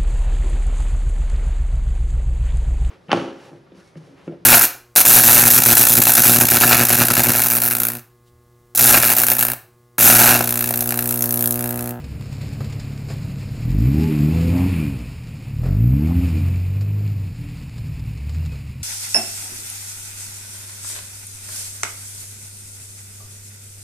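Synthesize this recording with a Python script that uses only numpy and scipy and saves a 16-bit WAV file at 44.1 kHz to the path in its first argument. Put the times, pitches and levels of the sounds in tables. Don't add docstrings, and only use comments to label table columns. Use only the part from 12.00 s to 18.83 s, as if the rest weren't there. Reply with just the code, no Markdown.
import sys
import numpy as np
from scipy.fft import rfft, irfft, next_fast_len
from scipy.io import wavfile
from scipy.ndimage import map_coordinates

SR = 44100
rng = np.random.default_rng(int(sys.argv[2]) if len(sys.argv) > 2 else 0)


def put_to_file(sound):
    columns = np.atleast_2d(sound).T
    safe = np.clip(columns, -1, 1)
    whole_steps = np.round(safe * 32767)
    wavfile.write(sys.argv[1], SR, whole_steps.astype(np.int16))


N = 301203

# t/s, firing rate/Hz
FIRING_RATE = [(0, 33.8), (.6, 34.8), (1.56, 33.9), (1.7, 43), (1.81, 55.5), (1.95, 74.5), (2.04, 79.8),
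               (2.21, 72.2), (2.35, 82), (2.47, 84), (2.7, 92.8), (2.81, 77), (3.04, 56), (3.17, 41),
               (3.54, 33.8), (3.92, 64.6), (4.12, 85.5), (4.25, 90), (4.33, 79.5), (4.77, 39.5),
               (5.5, 40.6), (6.83, 33)]
# down/s, up/s, extra pipe bark/dB, extra engine bay hiss/dB
PEDAL_PRESSES = [(1.54, 2.62, 9.5, 4), (3.44, 4.163, 6, 0.5)]
# f/Hz, level/dB
RASP_SPECTRUM = [(200, -59), (340, 6), (470, 10.5), (555, 4.5), (640, 5), (900, -4.5), (1300, -4),
                 (2000, -9.5), (5000, -26)]
# f/Hz, level/dB
LEAF_SPECTRUM = [(400, -3), (1500, -4), (4500, 6.5), (7500, -1.5), (10000, -16.5), (15000, -16.5)]


def engine(pipe_lag=0.457, waver_db=1.7, top_order=13, jitter_cycles=.005, idle_lumpiness=0.28):
    # f/Hz, gain/dB
    muffler = [(30, -21.5), (50, -3.5), (72, -9), (90, -3), (115, 4), (150, 1), (185, -5.5), (220, 3),
               (248, -4), (272, 4), (300, 1), (335, -12.5), (370, -17)]
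    pipe = [(130, -27), (205, -2), (240, -10.5), (295, -5.5), (340, -31), (388, -20), (420, -41),
            (480, -49), (1000, -103)]
    # f/Hz, level/dB
    rumble_spectrum = [(15, -28), (35, -9), (60, 1), (120, 8.5), (160, 0.5), (220, -5), (290, -9.5),
                       (340, -18.5), (700, -44.5)]
    bay_spectrum = [(300, -17.5), (900, -1), (1600, -8), (2500, 6), (3400, 2), (5000, -10), (9000, -12),
                    (15000, -13)]
    rate, = curves(FIRING_RATE)
    presses = throttle()
    low_db, bark_db, rasp_db, bay_db = engine_levels(rate, presses)
    firings = np.cumsum(rate) / SR + jitter_cycles * wobble(30)
    unevenness = 1 + idle_lumpiness * (1 - presses.sum(0))
    punch = firing_strengths(firings) ** unevenness
    phase = 2 * np.pi * firings
    pulses = np.zeros(N)
    for order in range(1, top_order + 1):
        hz = order * rate
        if order <= len(low_db):
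            gain = amp(low_db[order - 1] + along(muffler, hz) + waver_db * wobble(17))
        else:
            gain = amp(bark_db + along(pipe, hz))
        pulses -= np.sqrt(2) * gain * np.cos(order * phase - pipe_lag * (order - 1) ** 1.5)
    puffs = unit(punch * amp(0.57 * np.cos(phase)))
    rasp = amp(rasp_db) * puffs * noise(RASP_SPECTRUM)
    throb = unit(amp(0.66 * np.cos(phase)))
    hiss = amp(bay_db + 1.35 * wobble(24.82)) * throb * noise(bay_spectrum)
    rumble = amp(-27 + 0.14 * bark_db + 1.6 * wobble(11)) * noise(rumble_spectrum)
    growl = amp(bark_db - 16.5) * puffs * noise(pipe)
    return punch * pulses + growl + rasp + hiss + rumble


def throttle(open_s=0.33, close_s=0.54):
    t = np.arange(N) / SR
    presses = []
    for down, up, _, _ in PEDAL_PRESSES:
        attack = np.sin(np.pi / 2 * np.clip((t - down) / open_s, 0, 1))
        release = np.clip(1 - (t - up) / close_s, 0, 1)
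        presses.append(attack * release)
    return np.array(presses)


def engine_levels(rate, presses, idle_hz=34, fade_db_per_s=1.86, bay_lag_s=0.1):
    # t/s, level/dB
    crawl = [(0, -6.5), (.5, -1), (1.4, -0.5), (2.75, 0.5), (3.1, -11), (3.3, -7.5), (3.5, -3), (4.7, -13),
             (5.05, -7), (5.5, -2), (5.7, -8), (6, 0.5), (6.3, -9.5), (6.83, -4.5)]
    # idle level/dB, full-throttle level/dB
    low_orders = [(-27.5, -14.5), (-34, -19), (-33, -24), (-34.5, -32)]
    t = np.arange(N) / SR
    crawl_db, = curves(crawl)
    opened = presses.sum(0)
    shut = 1 - opened
    octaves = np.log2(rate / idle_hz)
    extra_bark_db, extra_bay_db = np.transpose(PEDAL_PRESSES)[2:] @ presses
    low_db = [shut * (idle_db + crawl_db) + opened * full_db for idle_db, full_db in low_orders]
    low_db[0] -= 17 * np.exp(-((t - 2.14) / .055) ** 2)
    low_db[3] += 0.61 * extra_bark_db
    bark_db = -38.5 + 17 * octaves + extra_bark_db + shut * crawl_db - fade_db_per_s * t
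    rasp_db = -46 + 7 * octaves + .5 * shut * crawl_db - fade_db_per_s * t
    bay_rise = np.minimum(np.interp(t - bay_lag_s, t, octaves) / 1.45, 1)
    bay_db = -50 + 10.5 * bay_rise ** 2 + extra_bay_db
    return low_db, bark_db, rasp_db, bay_db


def firing_strengths(firings, scatter_db=0.3):
    cylinder_db = [-1, .7, -.3, 1, -.9, .5]
    firing_db = np.resize(cylinder_db, 1024) + scatter_db * rng.standard_normal(1024)
    return unit(amp(map_coordinates(firing_db, [firings], order=3, mode="wrap")))


def distant_engine(rasp_db=-31):
    # t/s, firing rate/Hz, level/dB
    revs = [(0, 78, -39.5), (.1, 66, -34), (.25, 62.6, -46), (3.9, 76, -47), (4.2, 72.4, -22.5),
            (4.33, 86, -23.5), (4.47, 89, -16.5), (4.65, 91, -20), (4.8, 99.7, -20), (5.05, 104, -19.5),
            (5.27, 95, -27), (5.4, 83, -48), (5.75, 62, -42.5), (6.13, 59.5, -32), (6.3, 74, -25.5),
            (6.42, 83.5, -21.5), (6.55, 66, -33), (6.83, 79, -42)]
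    # multiple of the firing rate, relative level/dB
    orders = [(.5, -25.5), (1, 0.5), (1.5, -15), (2, -18.5), (3, -27.5), (4, -35.5)]
    rate, level_db = curves(revs)
    phase = 2 * np.pi * np.cumsum(rate) / SR + 0.036 * wobble(18)
    drone = np.sqrt(2) * sum(amp(db) * np.cos(order * phase) for order, db in orders)
    return amp(level_db + 1.23 * wobble(7.4)) * (drone + amp(rasp_db) * noise(RASP_SPECTRUM))


def leaves(grains_per_s=500, spread_db=5):
    # t/s, relative level/dB
    rustle_envelope = [(0, -54.5), (.45, -49), (1.3, -50.5), (1.75, -48.5), (2.45, -45), (3, -52.5),
                       (3.6, -54.5), (3.9, -58.5), (4.25, -48.5), (4.75, -56), (5.5, -54), (6.1, -56.5),
                       (6.35, -52), (6.83, -54.5)]
    level_db, = curves(rustle_envelope)
    grains = (rng.random(N) < grains_per_s / SR) * rng.standard_normal(N)
    grains *= amp(spread_db * np.minimum(rng.exponential(size=N), 3))
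    rustle = unit(noise(LEAF_SPECTRUM) + .5 * coloured(grains, LEAF_SPECTRUM))
    return amp(level_db + 6 + 1.67 * wobble(30)) * rustle


def crunches(attack_s=.001):
    # t/s, relative level/dB, thud send/dB, t60/s
    snaps = [(0.041, -27.5, -30.5, 0.064), (.21, -22.5, -21, 0.02), (0.326, -28, -25, 0.061),
             (.41, -28, -35, 0.27), (0.604, -29.5, -0.5, 0.16), (0.643, -26.5, -20, 0.12),
             (0.697, -29.5, -17, 0.14), (.722, -29, -15, 0.13), (.795, -25, -18, 0.14),
             (1.084, -28.5, -10.5, 0.36), (1.099, -30, -1.5, 0.19), (1.428, -35.5, 2, 0.09),
             (2.406, -29, -15, 0.23), (3.633, -38.5, 5.5, 0.55), (3.656, -42.5, 2, 0.31),
             (4.809, -27.5, -15, 0.093), (5.624, -32, -25, .07), (5.779, -27, -33, 0.049),
             (5.994, -30, -25, 0.049), (6.174, -28, -25, .04), (6.293, -27.5, -30, .07),
             (6.345, -31, -28, 0.072), (6.458, -25.5, -24, 0.056), (6.517, -36.5, -6.5, 0.31)]
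    grit, thud = np.zeros(N), np.zeros(N)
    for start, db, thud_db, t60 in snaps:
        age = np.maximum(np.arange(N) / SR - start, 0)
        burst = (1 - np.exp(-age / attack_s)) * amp(db - 60 * age / t60)
        grit += burst
        thud += burst * amp(thud_db)
    splinters = unit(amp(1.4 * wobble(500)))
    return amp(-7.5) * grit * splinters * noise(LEAF_SPECTRUM) + amp(-4) * thud * noise(RASP_SPECTRUM)


def whines(waver=0.0055):
    # t/s, length/s, start f/Hz, end f/Hz, level/dB
    glides = [(1.002, 0.5, 138, 202.8, -34.5), (1.983, 0.17, 418, 394, -31), (1.938, 0.18, 775, 890, -43),
              (2.315, 0.29, 494, 515, -36), (2.5, 0.14, 560, 650, -41), (2.527, 0.11, 800, 860, -49),
              (2.63, 0.108, 2300, 2620, -51), (2.749, 0.15, 2230, 2500, -44.5),
              (4.32, 0.17, 2260, 2560, -49.5), (5.362, 0.28, 290, 280, -43),
              (6.342, 0.22, 149.1, 159.3, -31.5), (6.47, 0.091, 2555, 2520, -50)]
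    tones, t = np.zeros(N), np.arange(N) / SR
    for start, length, from_hz, to_hz, db in glides:
        progress = np.clip((t - start) / length, 0, 1)
        hz = (from_hz + (to_hz - from_hz) * progress) * (1 + waver * wobble(82))
        swell = amp(db) * np.sin(np.pi * progress)
        tones += swell * np.sqrt(2) * np.sin(2 * np.pi * np.cumsum(hz) / SR)
    return tones


def loose_panel(chatter_db=5):
    # t/s, length/s, level/dB
    rattles = [(2.264, .17, -43), (2.502, 0.19, -36), (3.926, 0.027, -46), (4.0, 0.044, -46),
               (4.06, 0.1, -42)]
    # f/Hz, level/dB
    panel_spectrum = [(450, -15), (640, 1), (790, 8.5), (950, -1.5), (1250, -4.5), (2000, -66)]
    rate, = curves(FIRING_RATE)
    t = np.arange(N) / SR
    swell = sum(amp(db) * np.sin(np.pi * np.clip((t - start) / length, 0, 1))
                for start, length, db in rattles)
    chatter = unit(amp(chatter_db * np.cos(2 * np.pi * np.cumsum(rate) / SR)))
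    return swell * chatter * noise(panel_spectrum)


def amp(db):
    return 10 ** (np.asarray(db) / 20)


def unit(x):
    return x / np.sqrt(np.mean(x ** 2) + 1e-20)


def along(points, hz):
    freqs, values = np.transpose(points)
    return np.interp(np.log(hz + 1), np.log(freqs + 1), values)


def curves(rows):
    times, *columns = np.transpose(rows)
    return [np.interp(np.arange(N) / SR, times, column) for column in columns]


def wobble(rate):
    return map_coordinates(rng.standard_normal(2000), [np.arange(N) * rate / SR], mode="wrap")


def filtered(x, response):
    size = next_fast_len(N + 8192)
    return irfft(rfft(x, size) * response(np.fft.rfftfreq(size, 1 / SR)), size)[..., :N]


def equalised(x, spectrum):
    return filtered(x, lambda hz: amp(along(spectrum, hz)))


def coloured(x, spectrum):
    return unit(equalised(x, spectrum))


def noise(spectrum):
    return coloured(rng.standard_normal(N), spectrum)


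def scene():
    mix = engine() + loose_panel() + distant_engine() + whines() + leaves() + crunches()
    return np.array([mix, mix])


def record(dry, carrier_hz=12000, top_hz=15300):
    # f/Hz, gain/dB
    housing = [(2500, -0.5), (3300, -11.5), (4500, -7), (5300, -7), (6030, -20.5), (6600, -7), (7500, -3),
               (8600, -8), (9500, 4.5), (10500, -8), (11300, -7.5), (13300, -9), (14500, 1.5), (15300, -5)]
    # f/Hz, gain/dB
    buzz_send = [(40, -51), (100, -41.5), (270, -33), (480, -29), (1000, -80), (2000, -100)]
    buzz = 2 * equalised(dry, buzz_send) * np.cos(2 * np.pi * carrier_hz * np.arange(N) / SR)
    return filtered(equalised(dry, housing) + buzz, lambda hz: hz < top_hz)


dry = scene()
out = record(dry)
put_to_file(out)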